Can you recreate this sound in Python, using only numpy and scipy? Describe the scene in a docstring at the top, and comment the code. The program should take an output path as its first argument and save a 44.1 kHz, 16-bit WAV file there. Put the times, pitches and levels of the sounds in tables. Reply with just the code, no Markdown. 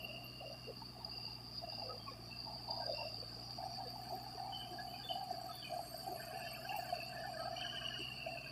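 """A flooded field, where a diesel tractor turns, dragging a rotary tiller through water and mud.
Engine: phase-locked exhaust harmonics drone and sag; filtered noise sizzles and rattles in step with
the crank; steel clinks as short rings and dry joints squeak as arching tones.
Tiller and water: resonant noise and bubble packets churn, and mud thumps under the hood. Water splashes
as shaped noise and bubbles, spray tinkles among thin, fitful high tones, and a faint hum lies behind."""
import sys
import numpy as np
from scipy import signal
from scipy.fft import rfft, irfft, next_fast_len
from scipy.io import wavfile
from scipy.ndimage import uniform_filter1d, map_coordinates

SR = 44100
rng = np.random.default_rng(int(sys.argv[2]) if len(sys.argv) > 2 else 0)


def generate_wav(sig):
    """Save sig (samples, or channels by samples) to the path in sys.argv[1] as 16-bit PCM at SR."""
    pcm = np.round(np.clip(np.atleast_2d(sig).T, -1, 1) * 32767).astype(np.int16)
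    wavfile.write(sys.argv[1], SR, pcm)


N = 375291

# Engine speed as the exhaust tone, twice the crank rate: time_s, tone_hz
EXHAUST_TONE = [(0, 62.3), (.45, 62.4), (1.0, 61), (1.25, 59.8), (1.6, 60.1), (1.98, 55.1), (2.3, 59.8),
                (2.5, 61.2), (2.8, 60), (3.12, 56.2), (3.55, 61.1), (3.8, 60.3), (4.2, 62), (4.55, 59.3),
                (4.85, 61.2), (6.3, 61.7), (7.25, 62.9), (7.55, 60.3), (8.45, 64.3)]
# Level of the exhaust harmonics as a group: time_s, level_db
EXHAUST_LEVEL = [(0.0, -58), (3.63, -56), (5.81, -61), (8.13, -57), (8.51, -60.5)]
# Exhaust harmonics: multiple_of_exhaust_tone, relative_level_db
EXHAUST_ORDERS = [(1, -6), (2, 1), (3, -11), (4, -9), (5, -14.5), (6, -18.5)]
# Spectrum of the exhaust roar: frequency_hz, relative_density_db_per_hz
ROAR_SPECTRUM = [(15, -34), (42, -0.5), (90, -2), (150, 1), (230, 4.5), (430, -4.5), (700, -18.5),
                 (1200, -3.5), (1450, -16.5), (3200, -17), (3700, -24), (6000, -52)]

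# Base level of the engine's sizzle, before its flutter: time_s, level_db
SIZZLE_LEVEL = [(0, -56.5), (2.1, -56), (3.55, -51.5), (4.6, -54.5), (7.55, -54), (8.5, -56.5)]
# Spectrum of the sizzle before its shift: frequency_hz, relative_density_db_per_hz
SIZZLE_SPECTRUM = [(3900, -16), (4250, -17), (4420, 5.5), (4600, 14.5), (4830, 8.5), (4980, 7), (5120, -31),
                   (5500, -35)]
# Slow shift of the sizzle in frequency, before its waver: time_s, shift_hz
SIZZLE_SHIFT = [(0, 10.5), (1.8, 90), (2.3, -29.5), (2.9, 68.5), (4.3, -39), (8.5, -64)]
# The blades bite and the engine strains, adding sizzle: start_s, length_s, level_db
STRAINS = [(1.004, 0.33, -52), (1.559, 0.023, -49.5), (1.684, 0.17, -50.5), (2.363, 0.21, -54.5),
           (2.68, 0.23, -48.5), (2.943, 0.1, -48)]
STRAIN_ATTACK_S, STRAIN_RELEASE_DB_PER_S = 0.016, 79
# Weaker, fitful rings of the sizzling metal: pitch_hz, level_re_sizzle_db, change_at_full_strain_db
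SIDE_RINGS = [(3660, -28, 1.5), (4317, -22.5, 7.5), (5205, -21, -1.5), (5674, -21.5, -12)]

# Bouts of a loose panel's rattle: start_s, length_s, level_db, pitch_hz, release_db_per_s
RATTLES = [(0, 0.07, -50, 2804, 40), (0.387, 0.048, -56, 2800, 75), (0.633, 0.017, -57.5, 2780, 122),
           (1.108, 0.2, -61, 2774, 122), (1.643, 0.17, -62.5, 2780, 73), (2.308, 0.038, -56, 2696, 152),
           (2.936, 0.12, -53, 2740, 194), (6.33, 0.25, -56, 2730, 152.5), (6.692, 0.043, -51, 2760, 95),
           (6.935, 0.13, -53, 2690, 159), (7.565, 0.19, -48, 3006, 7), (7.83, 0.22, -53, 2920, 62),
           (8.23, 0.058, -56, 2710, 134)]
RATTLE_ATTACK_S, RATTLE_REST_DB = 0.0089, -75.5
CLATTER_SHARE, CLATTER_WIDTH_HZ = 0.72, 1000  # power share of clatter, before the boom share's weight
# Short contacts of loose steel parts: start_s, peak_db, pitch_hz
CLINKS = [(0.5258, -41.5, 4680), (1.0463, -34, 4830), (1.1125, -39.5, 4700), (1.1786, -38, 4700),
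          (1.2524, -38, 4640), (1.264, -37, 4720), (1.353, -44, 4770), (1.5847, -37, 4770),
          (1.795, -38, 4700), (2.7082, -34, 4800), (2.863, -39, 4810), (6.6921, -38, 2745),
          (7.6236, -39, 2680), (7.7704, -38.5, 3040), (7.8505, -34, 2860), (7.884, -34.5, 2840),
          (8.044, -39.5, 2850)]

# Dry joints squeak: start_s, length_s, level_db, top_of_arch_hz (before waver)
SQUEAKS = [(1.992, 0.055, -67, 3260), (2.066, 0.037, -62.5, 2450), (4.522, .055, -51, 3100),
           (4.592, 0.041, -49, 3090), (4.87, 0.15, -63.5, 3050), (4.935, .022, -58, 2530),
           (5.032, .035, -50.5, 3560), (5.088, 0.036, -45, 3035), (5.513, 0.12, -63.5, 3520),
           (5.623, 0.04, -52, 3080), (5.643, 0.038, -54, 2500)]
SQUEAK_ATTACK_S, SQUEAK_RELEASE_DB_PER_S, SQUEAK_RING_DB = 0.0047, 156, -3.5  # after-ring re slip
SQUEAK_FALL_HZ, SQUEAK_WAVER_HZ = 86, 54.9
SQUEAK_CREST = 0.62  # place of the arch's top: 0 start, 2 end

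# Share of narrow boom against loose gurgle in the churning: time_s, share_0_to_1
BOOM_SHARE = [(0, 0.74), (1, 0.08), (3.1, 0.25), (3.7, 0.86), (5.2, 0.95), (8.5, 0.94)]
# Churning between surges, before its flutter: time_s, level_db
CHURN_LEVEL = [(0, -67.5), (3.4, -60), (4.2, -54), (5.5, -59), (6.4, -50), (7.6, -50), (8.0, -61),
               (8.5, -59.5)]
# The blades throw up a load of mud: start_s, length_s, mid_level_db, cavity_pitch_hz
SURGES = [(0, 0.22, -57, 650), (0.403, 0.13, -52.5, 626), (0.953, 0.12, -56.5, 751), (1.622, 0.3, -54, 697),
          (2.461, 0.077, -52, 740), (2.68, 0.16, -48, 716), (2.87, 0.19, -49, 659),
          (3.584, 0.12, -46.5, 722), (3.78, 0.029, -45.5, 735), (4.103, 0.057, -45, 747),
          (4.361, 0.16, -46.5, 754), (4.722, 0.24, -51, 721), (5.093, 0.15, -45.5, 720),
          (5.278, 0.23, -48.5, 711), (5.698, 0.1, -45, 719), (6.06, 0.088, -45.5, 677),
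          (6.306, 0.15, -51.5, 715), (6.702, 0.062, -44, 727), (6.894, 0.075, -53, 700),
          (7.393, 0.16, -47, 703), (8.275, 0.089, -49.5, 686)]
SURGE_ATTACK_S, SURGE_SAG_DB_PER_S, SURGE_RELEASE_DB_PER_S = 0.016, 6, 254
# Clods of mud thump under the hood: start_s, peak_db, pitch_hz
CLODS = [(0.691, -40.5, 517), (0.817, -45, 900), (.985, -59, 790), (1.275, -50.5, 875), (1.634, -40.5, 688),
         (1.815, -43, 830), (2.112, -49.5, 510), (2.189, -51, 347), (2.685, -41.5, 920), (2.89, -33.5, 636),
         (2.931, -39, 590), (2.982, -46, 610), (3.223, -47, 505), (3.632, -42.5, 680), (3.954, -45, 854),
         (4.102, -46, 800), (4.261, -44, 830), (4.348, -50, 420), (5.107, -36.5, 705), (5.304, -34.5, 747),
         (5.732, -35.5, 730), (5.764, -39, 700), (5.788, -38, 796), (5.941, -40, 687), (6.128, -38, 686),
         (6.33, -49, 430), (6.693, -41, 736), (6.785, -35, 702), (6.924, -32, 706), (7.472, -36.5, 754),
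         (8.263, -35, 664)]
KNOCK_HZ, KNOCK_DB = 391.5, -60  # small lumps: centre pitch, and peak before their random size

# The wheels throw up a wash of water: start_s, length_s, level_db
WASHES = [(6.162, 0.74, -57.5), (7.09, 0.36, -57.5), (7.505, 0.45, -54), (8.45, 0.093, -61)]
WASH_ATTACK_S, WASH_RELEASE_DB_PER_S = 0.052, 78
# Water falling back between washes: time_s, level_db
DRIP_LEVEL = [(0, -79), (2.7, -73.5), (4.3, -67.5), (8.5, -65)]
# Spectrum of the falling water: frequency_hz, relative_density_db_per_hz
WATER_SPECTRUM = [(850, -37), (1100, -0.5), (1250, -1.5), (1400, -4.5), (1570, 9), (1750, 9), (2000, -18),
                  (2400, 6.5), (2700, -2), (3100, 5), (3300, -36), (3600, -19), (4000, -25.5)]
# Spectrum of the soft hiss with the water: frequency_hz, relative_density_db_per_hz
AIR_SPECTRUM = [(500, -29), (3000, -6), (6200, -3), (8000, -3.5), (10000, 1), (12000, -1.5), (15500, -1.5)]
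# Single splashes, spits and gulps: start_s, bubble_peak_db, centre_pitch_hz, cluster_length_s
SLAPS = [(.02, -65, 12800, .04), (.24, -62, 12600, 0.027), (.68, -51, 471, 0.037), (1.84, -49.5, 520, 0.12),
         (1.89, -55, 1256, .038), (2.07, -52.5, 1110, 0.027), (2.7, -49.5, 930, 0.13),
         (2.8, -57.5, 1574, 0.072), (2.86, -44.5, 555, 0.056), (2.98, -49, 935, .05),
         (3.85, -57, 493, 0.025), (4.12, -55.5, 384, 0.05), (4.71, -55.5, 345, 0.041),
         (4.785, -52.5, 1655, 0.0289), (5.49, -53, 1246, 0.032), (6.08, -53, 363, 0.052),
         (7.16, -49.5, 1745, 0.12), (7.38, -51.5, 1280, 0.11), (7.99, -53, 361, 0.031)]

# Base level of the tinkling drops and high tones: time_s, level_db
SPRAY_LEVEL = [(0, -99), (3.2, -75.5), (3.7, -74), (4.9, -75), (5.9, -67.5), (8.5, -73)]
# Thin, fitful high tones at fixed pitches: pitch_hz, relative_level_db
HIGH_TONES = [(6740, -8), (7580, -0.5), (8440, 5), (10130, -9), (10910, -6), (11325, 2.5), (12680, -7),
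              (13040, 14), (14110, -7), (14870, -6)]
HIGH_TONE_WIDTH_HZ, TINKLE_TOP_HZ = 116, 12000  # the tinkle holds only the tones below its top
STRAY_DB = -3.5  # drops at stray pitches, re the high tones
# Narrow, rough high tones held for a moment: start_s, length_s, level_db, pitch_hz
HELD_TONES = [(2.96, 0.079, -55.5, 5320), (5.795, 0.21, -66, 8480), (6.55, 0.3, -66, 5130),
              (7.48, 0.56, -70, 5160), (7.507, 0.47, -66, 5750)]
HELD_ATTACK_S, HELD_RELEASE_DB_PER_S, HELD_WIDTH_HZ = 0.018, 152, 220
# Sheets of fine mist fly up, before flutter: start_s, length_s, level_db
MISTS = [(3.888, 0.26, -66.5), (4.477, 1, -72), (5.713, 0.46, -63), (6.412, 0.47, -67.5)]
MIST_ATTACK_S, MIST_RELEASE_DB_PER_S = 0.26, 42
# Sudden spurts of spray: start_s, length_s, level_db
SPURTS = [(5.55, 0.014, -60.5), (6.762, 0.01, -50.5)]
SPURT_ATTACK_S, SPURT_RELEASE_DB_PER_S = 0.0042, 420
# Spectrum of the spurts: frequency_hz, relative_density_db_per_hz
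SPURT_SPECTRUM = [(5400, -4), (15500, 5)]

# Faint background hum: time_s, peak_db
HUM_LEVEL = [(0, -73), (8.5, -62.5)]
HUM_HZ = 143.0
TOP_HZ = 15520  # band limit of the whole sound


def exhaust(cycles):
    """Harmonic series with dispersion: silencer-spread low engine orders over a roar that puffs with them."""
    lines = sum(amp(db) * np.cos(2 * np.pi * k * cycles + 0.895 * k * k) for k, db in EXHAUST_ORDERS)
    puffs = rng.standard_normal(N) * beats(cycles, depth_db=2.0)
    roar = coloured(puffs, ROAR_SPECTRUM)
    return amp(curve(EXHAUST_LEVEL)) * lines + amp(-60.5) * roar


def sizzle(cycles):
    """Amplitude modulation: a metallic hiss pulses three times a crank turn and crackles under strain."""
    strain = swells(*np.transpose(STRAINS), STRAIN_ATTACK_S, STRAIN_RELEASE_DB_PER_S)
    level = np.hypot(amp(curve(SIZZLE_LEVEL)), strain)
    effort = (strain / level) ** 2  # strain's share of the power

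    drive = rng.standard_normal(N) * beats(1.5 * cycles, depth_db=2.4)
    drive = drive * amp((1.0 + 1.7 * effort) * wobble(260))
    # single-sideband shift moves the whole hiss in frequency
    shift_hz = curve(SIZZLE_SHIFT) + 35 * wobble(18)
    glide = np.exp(2j * np.pi * np.cumsum(shift_hz) / SR)
    analytic = signal.hilbert(coloured(drive, SIZZLE_SPECTRUM), next_fast_len(N))[:N]
    calm = steadied((analytic * glide).real, span=0.4)

    ticks = impacts(rate=620, spread_db=2.0)
    crackle = steadied(tracked(ticks, 4700 + 150 * effort, width_hz=400, steep=8.2), span=0.079)

    rings = np.zeros(N)
    for hz, db, flare_db in SIDE_RINGS:
        flicker = fitful(rate=7, depth_db=5) * patter(depth_db=6)
        ring = tracked(flicker, np.full(N, hz), width_hz=300, steep=6.2)
        rings += amp(db + flare_db * effort) * ring

    share = np.clip(0.63 * effort, 0, 1)
    mixed = np.sqrt(1 - share) * calm + np.sqrt(share) * crackle + rings
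    return level * amp(1.73 * wobble(16)) * mixed


def rattle(cycles):
    """Forced resonance: a panel knocked twice a crank turn rings, and clatters more as the boom share grows."""
    s, length, db, hz, release = np.transpose(RATTLES)
    bouts = swells(s, length, db, RATTLE_ATTACK_S, release)
    level = np.hypot(bouts, amp(RATTLE_REST_DB))
    knocks = amp(-9 * (cycles % 1) + 1.5 * wobble(40))  # each knock decays until the next
    pitch = pitch_through(s, length, hz)
    ring = tracked(rng.standard_normal(N) * knocks, pitch, width_hz=230, steep=4.8)
    clatter = tracked(patter(depth_db=8) * knocks, pitch - 40, CLATTER_WIDTH_HZ, steep=12.5)
    share = np.clip(CLATTER_SHARE * curve(BOOM_SHARE) ** 4, 0, 1)
    return level * steadied(np.sqrt(1 - share) * ring + np.sqrt(share) * clatter, span=0.091)


def clinks():
    """Impulse response: short, hard contacts of steel ring and die at once."""
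    return packets(*np.transpose(CLINKS), rise=0.0026)


def squeaks():
    """Frictional slip: a dry joint's nearly pure tone arches up and falls, then the part rings on roughly."""
    t, out = np.arange(N) / SR, np.zeros(N)
    waver = wobble(90)
    grain = wobble(220) + 1j * wobble(220)
    for s, length, db, hz in SQUEAKS:
        at = np.flatnonzero((t >= s) & (t < s + .5))
        age = t[at] - s
        arch = (2 * np.minimum(age / length, 1) - SQUEAK_CREST) ** 2
        pitch = hz + SQUEAK_WAVER_HZ * waver[at] - SQUEAK_FALL_HZ * arch
        hold = np.clip((length - age) / SQUEAK_ATTACK_S + .5, 0, 1)
        slip = hold * np.exp(2j * np.pi * np.cumsum(pitch) / SR)
        decay = amp(SQUEAK_RING_DB - SQUEAK_RELEASE_DB_PER_S * np.maximum(age - length, 0))
        after = decay * grain[at] * np.exp(2j * np.pi * (hz - SQUEAK_WAVER_HZ) * age)
        rise = np.minimum(age / SQUEAK_ATTACK_S, 1)
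        out[at] += amp(db) * rise * (np.sqrt(2) * slip + after).real
    return out


def tiller():
    """Cavity resonance: mud flung under the hood gurgles loosely and booms narrowly, in changing shares."""
    s, length, db, hz = np.transpose(SURGES)
    surges = swells(s, length, db, SURGE_ATTACK_S, SURGE_RELEASE_DB_PER_S, SURGE_SAG_DB_PER_S)
    level = np.hypot(surges, amp(curve(CHURN_LEVEL) + 1.8 * wobble(8.5)))
    centre = pitch_through(s, length, hz)
    gurgle = bubbles(centre + 25, scatter=0.19, rise=0.0059, spread_db=3.0, count=1300)
    gurgle = steadied(gurgle, span=0.099)
    blows = impacts(rate=300, spread_db=0.0)
    boom = steadied(tracked(blows, centre + 28 * wobble(14), width_hz=164, steep=4.2), span=0.04)
    share = np.clip(curve(BOOM_SHARE), 0, 1)
    return level * (np.sqrt(1 - share) * gurgle + np.sqrt(share) * boom)


def clods():
    """Damped impact: heavy lumps strike the hood with a short boom; small ones knock lower, at random."""
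    knocks = bubbles(np.full(N, KNOCK_HZ), scatter=.3, rise=0.0066, spread_db=5.5, count=50)
    return packets(*np.transpose(CLODS), rise=0.0061) + amp(KNOCK_DB) * knocks


def splashing():
    """Superposition of bubbles: thrown water patters back in washes, drips and splashes, over a soft hiss."""
    washes = swells(*np.transpose(WASHES), WASH_ATTACK_S, WASH_RELEASE_DB_PER_S)
    plinks = bubbles(np.full(N, 1850), scatter=.62, rise=0.0079, spread_db=6.0, count=2600)
    falling = unit(plinks) + unit(patter(depth_db=1))
    drops = steadied(coloured(falling, WATER_SPECTRUM), span=0.26)
    level = np.hypot(washes, amp(curve(DRIP_LEVEL)))
    hiss = amp(-71.0) * coloured(rng.standard_normal(N), AIR_SPECTRUM)
    return level * drops + slaps() + hiss


def slaps(count=10):
    """Bubble resonance: each splash is a quick cluster of bubbles of nearly one size."""
    s, db, hz, length = np.repeat(SLAPS, count, axis=0).T
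    when = (np.arange(len(s)) % count + rng.random(len(s))) / count  # place in the cluster, 0 to 1
    scatter_hz = 14 + 0.0064 * np.minimum(hz, 6000)
    pitch = hz + scatter_hz * rng.standard_normal(len(s))
    return packets(s + length * when - .005, db, pitch, rise=0.0068)  # start early: rings swell slowly


def spray():
    """Resonant filtering of impulses: fitful high tones mix with drops as tinkle and as sheets of mist."""
    tones = []
    for hz, db in HIGH_TONES:
        tone = tracked(impacts(rate=180, spread_db=4.5), np.full(N, hz), HIGH_TONE_WIDTH_HZ, steep=2.1)
        tones.append(amp(db) * fitful(rate=17, depth_db=9) * tone)
    tones = np.array(tones)
    lower = np.transpose(HIGH_TONES)[0] < TINKLE_TOP_HZ

    def drops(hz, scatter, count):
        """Random superposition: drops scattered in pitch, at rms 1."""
        return unit(bubbles(np.full(N, hz), scatter, rise=0.0071, spread_db=5.5, count=count))

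    tinkle = unit(tones[lower].sum(axis=0)) + amp(STRAY_DB) * drops(7800, scatter=.3, count=600)
    mist = unit(tones.sum(axis=0))
    mist = mist + amp(-3.5) * drops(7300, scatter=0.26, count=2200)
    mist = mist + drops(12700, scatter=.2, count=1800)
    sheets = swells(*np.transpose(MISTS), MIST_ATTACK_S, MIST_RELEASE_DB_PER_S)
    sheets = sheets * amp(2.7 * wobble(30)) * steadied(mist, span=0.28)
    spurts = swells(*np.transpose(SPURTS), SPURT_ATTACK_S, SPURT_RELEASE_DB_PER_S)
    spurts = spurts * coloured(patter(depth_db=15), SPURT_SPECTRUM)
    return amp(curve(SPRAY_LEVEL)) * unit(tinkle) + sheets + spurts


def held_tones():
    """Narrow-band noise: rough high tones, each held for a moment at one pitch."""
    out = np.zeros(N)
    for s, length, db, hz in HELD_TONES:
        tone = tracked(rng.standard_normal(N), np.full(N, hz), HELD_WIDTH_HZ, steep=5.4)
        out += swells(s, length, np.array([db]), HELD_ATTACK_S, HELD_RELEASE_DB_PER_S) * tone
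    return out


def far_hum():
    """Independent oscillation: a faint, phase-wavering hum keeps its pitch when the tractor sags."""
    phase = 2 * np.pi * HUM_HZ * np.arange(N) / SR + 1.1 * wobble(3.0)
    return amp(curve(HUM_LEVEL)) * np.sin(phase)


def amp(db):
    """Logarithmic level: decibels to gain."""
    return 10 ** (np.asarray(db) / 20)


def unit(x):
    """Power normalisation: scale to rms 1."""
    return x / np.sqrt(np.mean(x ** 2) + 1e-20)


def curve(rows):
    """Linear interpolation: (time_s, value) rows to one value per sample."""
    return np.interp(np.arange(N) / SR, *np.transpose(rows))


def wobble(rate):
    """Band-limited randomness: a smooth random curve, rate knots a second."""
    knots = rng.standard_normal(int(N * rate / SR) + 4)
    return map_coordinates(knots, [np.arange(N) * rate / SR])


def filtered(x, response):
    """Linear filtering: the spectrum of x times a response of frequency."""
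    m = next_fast_len(N + 8192)  # padding keeps the tail from wrapping round
    return irfft(rfft(x, m) * response(np.fft.rfftfreq(m, 1 / SR)), m)[:N]


def coloured(x, spectrum):
    """Spectral shaping: x through a (frequency_hz, db) curve closed at both ends, at rms 1."""
    f, db = np.transpose(spectrum)
    return unit(filtered(x, lambda hz: amp(np.interp(np.log(hz + 1), np.log(f), db, -120, -120))))


def tracked(x, centre_hz, width_hz, steep):
    """Heterodyne filtering: x through a resonance whose centre may move, at rms 1."""
    carrier = np.exp(2j * np.pi * np.cumsum(centre_hz) / SR)
    base = x / carrier
    skirt = lambda hz: (1 + (2 * hz / width_hz) ** 2) ** (-steep / 2)
    return unit((carrier * (filtered(base.real, skirt) + 1j * filtered(base.imag, skirt))).real)


def steadied(x, span):
    """Power levelling: x near rms 1 over every span of seconds; faster grain stays."""
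    size = max(int(span * SR), 1)
    power = np.abs(uniform_filter1d(uniform_filter1d(unit(x) ** 2, size), size))
    return x / np.sqrt(np.mean(x ** 2) * (power + .05))  # the floor limits gain in gaps


def beats(cycles, depth_db):
    """Periodic modulation: a gain that peaks once in every cycle."""
    return amp(depth_db * np.cos(2 * np.pi * cycles))


def fitful(rate, depth_db):
    """Random modulation: a gain of rms 1 that comes and goes."""
    return unit(amp(depth_db * np.tanh(wobble(rate))))


def swells(s, length, db, attack_s, release, sag=0):
    """Envelopes, power-summed: events rise, hold while sagging, then die away (sag, release in dB/s)."""
    t = np.arange(0, N, 64)[:, None] / SR
    age = t - s
    rise = np.clip(age / attack_s + .5, 0, 1)
    fall_db = sag * (np.clip(age, 0, length) - length / 2) + release * np.maximum(age - length, 0)
    return np.interp(np.arange(N) / SR, t[:, 0], np.linalg.norm(rise * amp(db - fall_db), axis=1))


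def pitch_through(s, length, hz):
    """Pitch glide: drift from the middle of one event to the middle of the next."""
    return curve(np.transpose([s + length / 2, hz]))


def impacts(rate, spread_db):
    """Poisson-like process: random impulses of uneven size and sign, rate a second."""
    hits = rng.random(N) < rate / SR
    return hits * rng.choice([-1, 1], N) * amp(spread_db * rng.standard_normal(N))


def packets(s, db, hz, rise):
    """Damped oscillation: each ring swells for its rise time, peaks at db and dies away."""
    t = np.arange(int(SR * .04)) / SR
    u = t / np.reshape(rise, (-1, 1))
    envelope = amp(db)[:, None] * (u * np.exp(1 - u)) ** 2
    rings = envelope * np.sin(2 * np.pi * (hz[:, None] * t + rng.random((len(s), 1))))
    at = (s * SR).astype(int)[:, None] + np.arange(len(t))
    return np.bincount(at.ravel(), rings.ravel(), N)[:N]


def bubbles(centre_hz, scatter, rise, spread_db, count):
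    """Random superposition: count rings, uneven in size, scattered in pitch round a moving centre."""
    when, size = rng.random(count), rng.standard_normal(count)
    offset = rng.uniform(-1.002, 1, count)
    pitch = centre_hz[(when * N).astype(int)] * np.exp(scatter * offset)
    return packets(when * N / SR, spread_db * np.minimum(size, 1.6), pitch, rise)


def patter(depth_db):
    """Time-frequency modulation: noise flares briefly at random pitches, as countless drops overlap."""
    z = signal.stft(rng.standard_normal(N), nperseg=512)[2]
    patch = np.outer(np.hanning(5), np.hanning(12))  # frequency bins by time frames
    field = signal.fftconvolve(rng.standard_normal(z.shape), patch, "same")
    return signal.istft(z * amp(depth_db * np.minimum(unit(field), 2)), nperseg=512)[1][:N]


def scene():
    """Superposition: one crankshaft times exhaust, sizzle and rattle; the open field gives no echo."""
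    cycles = np.cumsum(curve(EXHAUST_TONE)) / SR
    engine = exhaust(cycles) + sizzle(cycles) + rattle(cycles) + clinks() + squeaks()
    water = splashing() + spray() + held_tones()
    return (engine + tiller() + clods() + water + far_hum())[None]


def record(dry):
    """Band limitation: nothing is kept at or above the limit."""
    return filtered(dry[0], lambda hz: hz < TOP_HZ)[None]


dry = scene()
out = record(dry)
generate_wav(out)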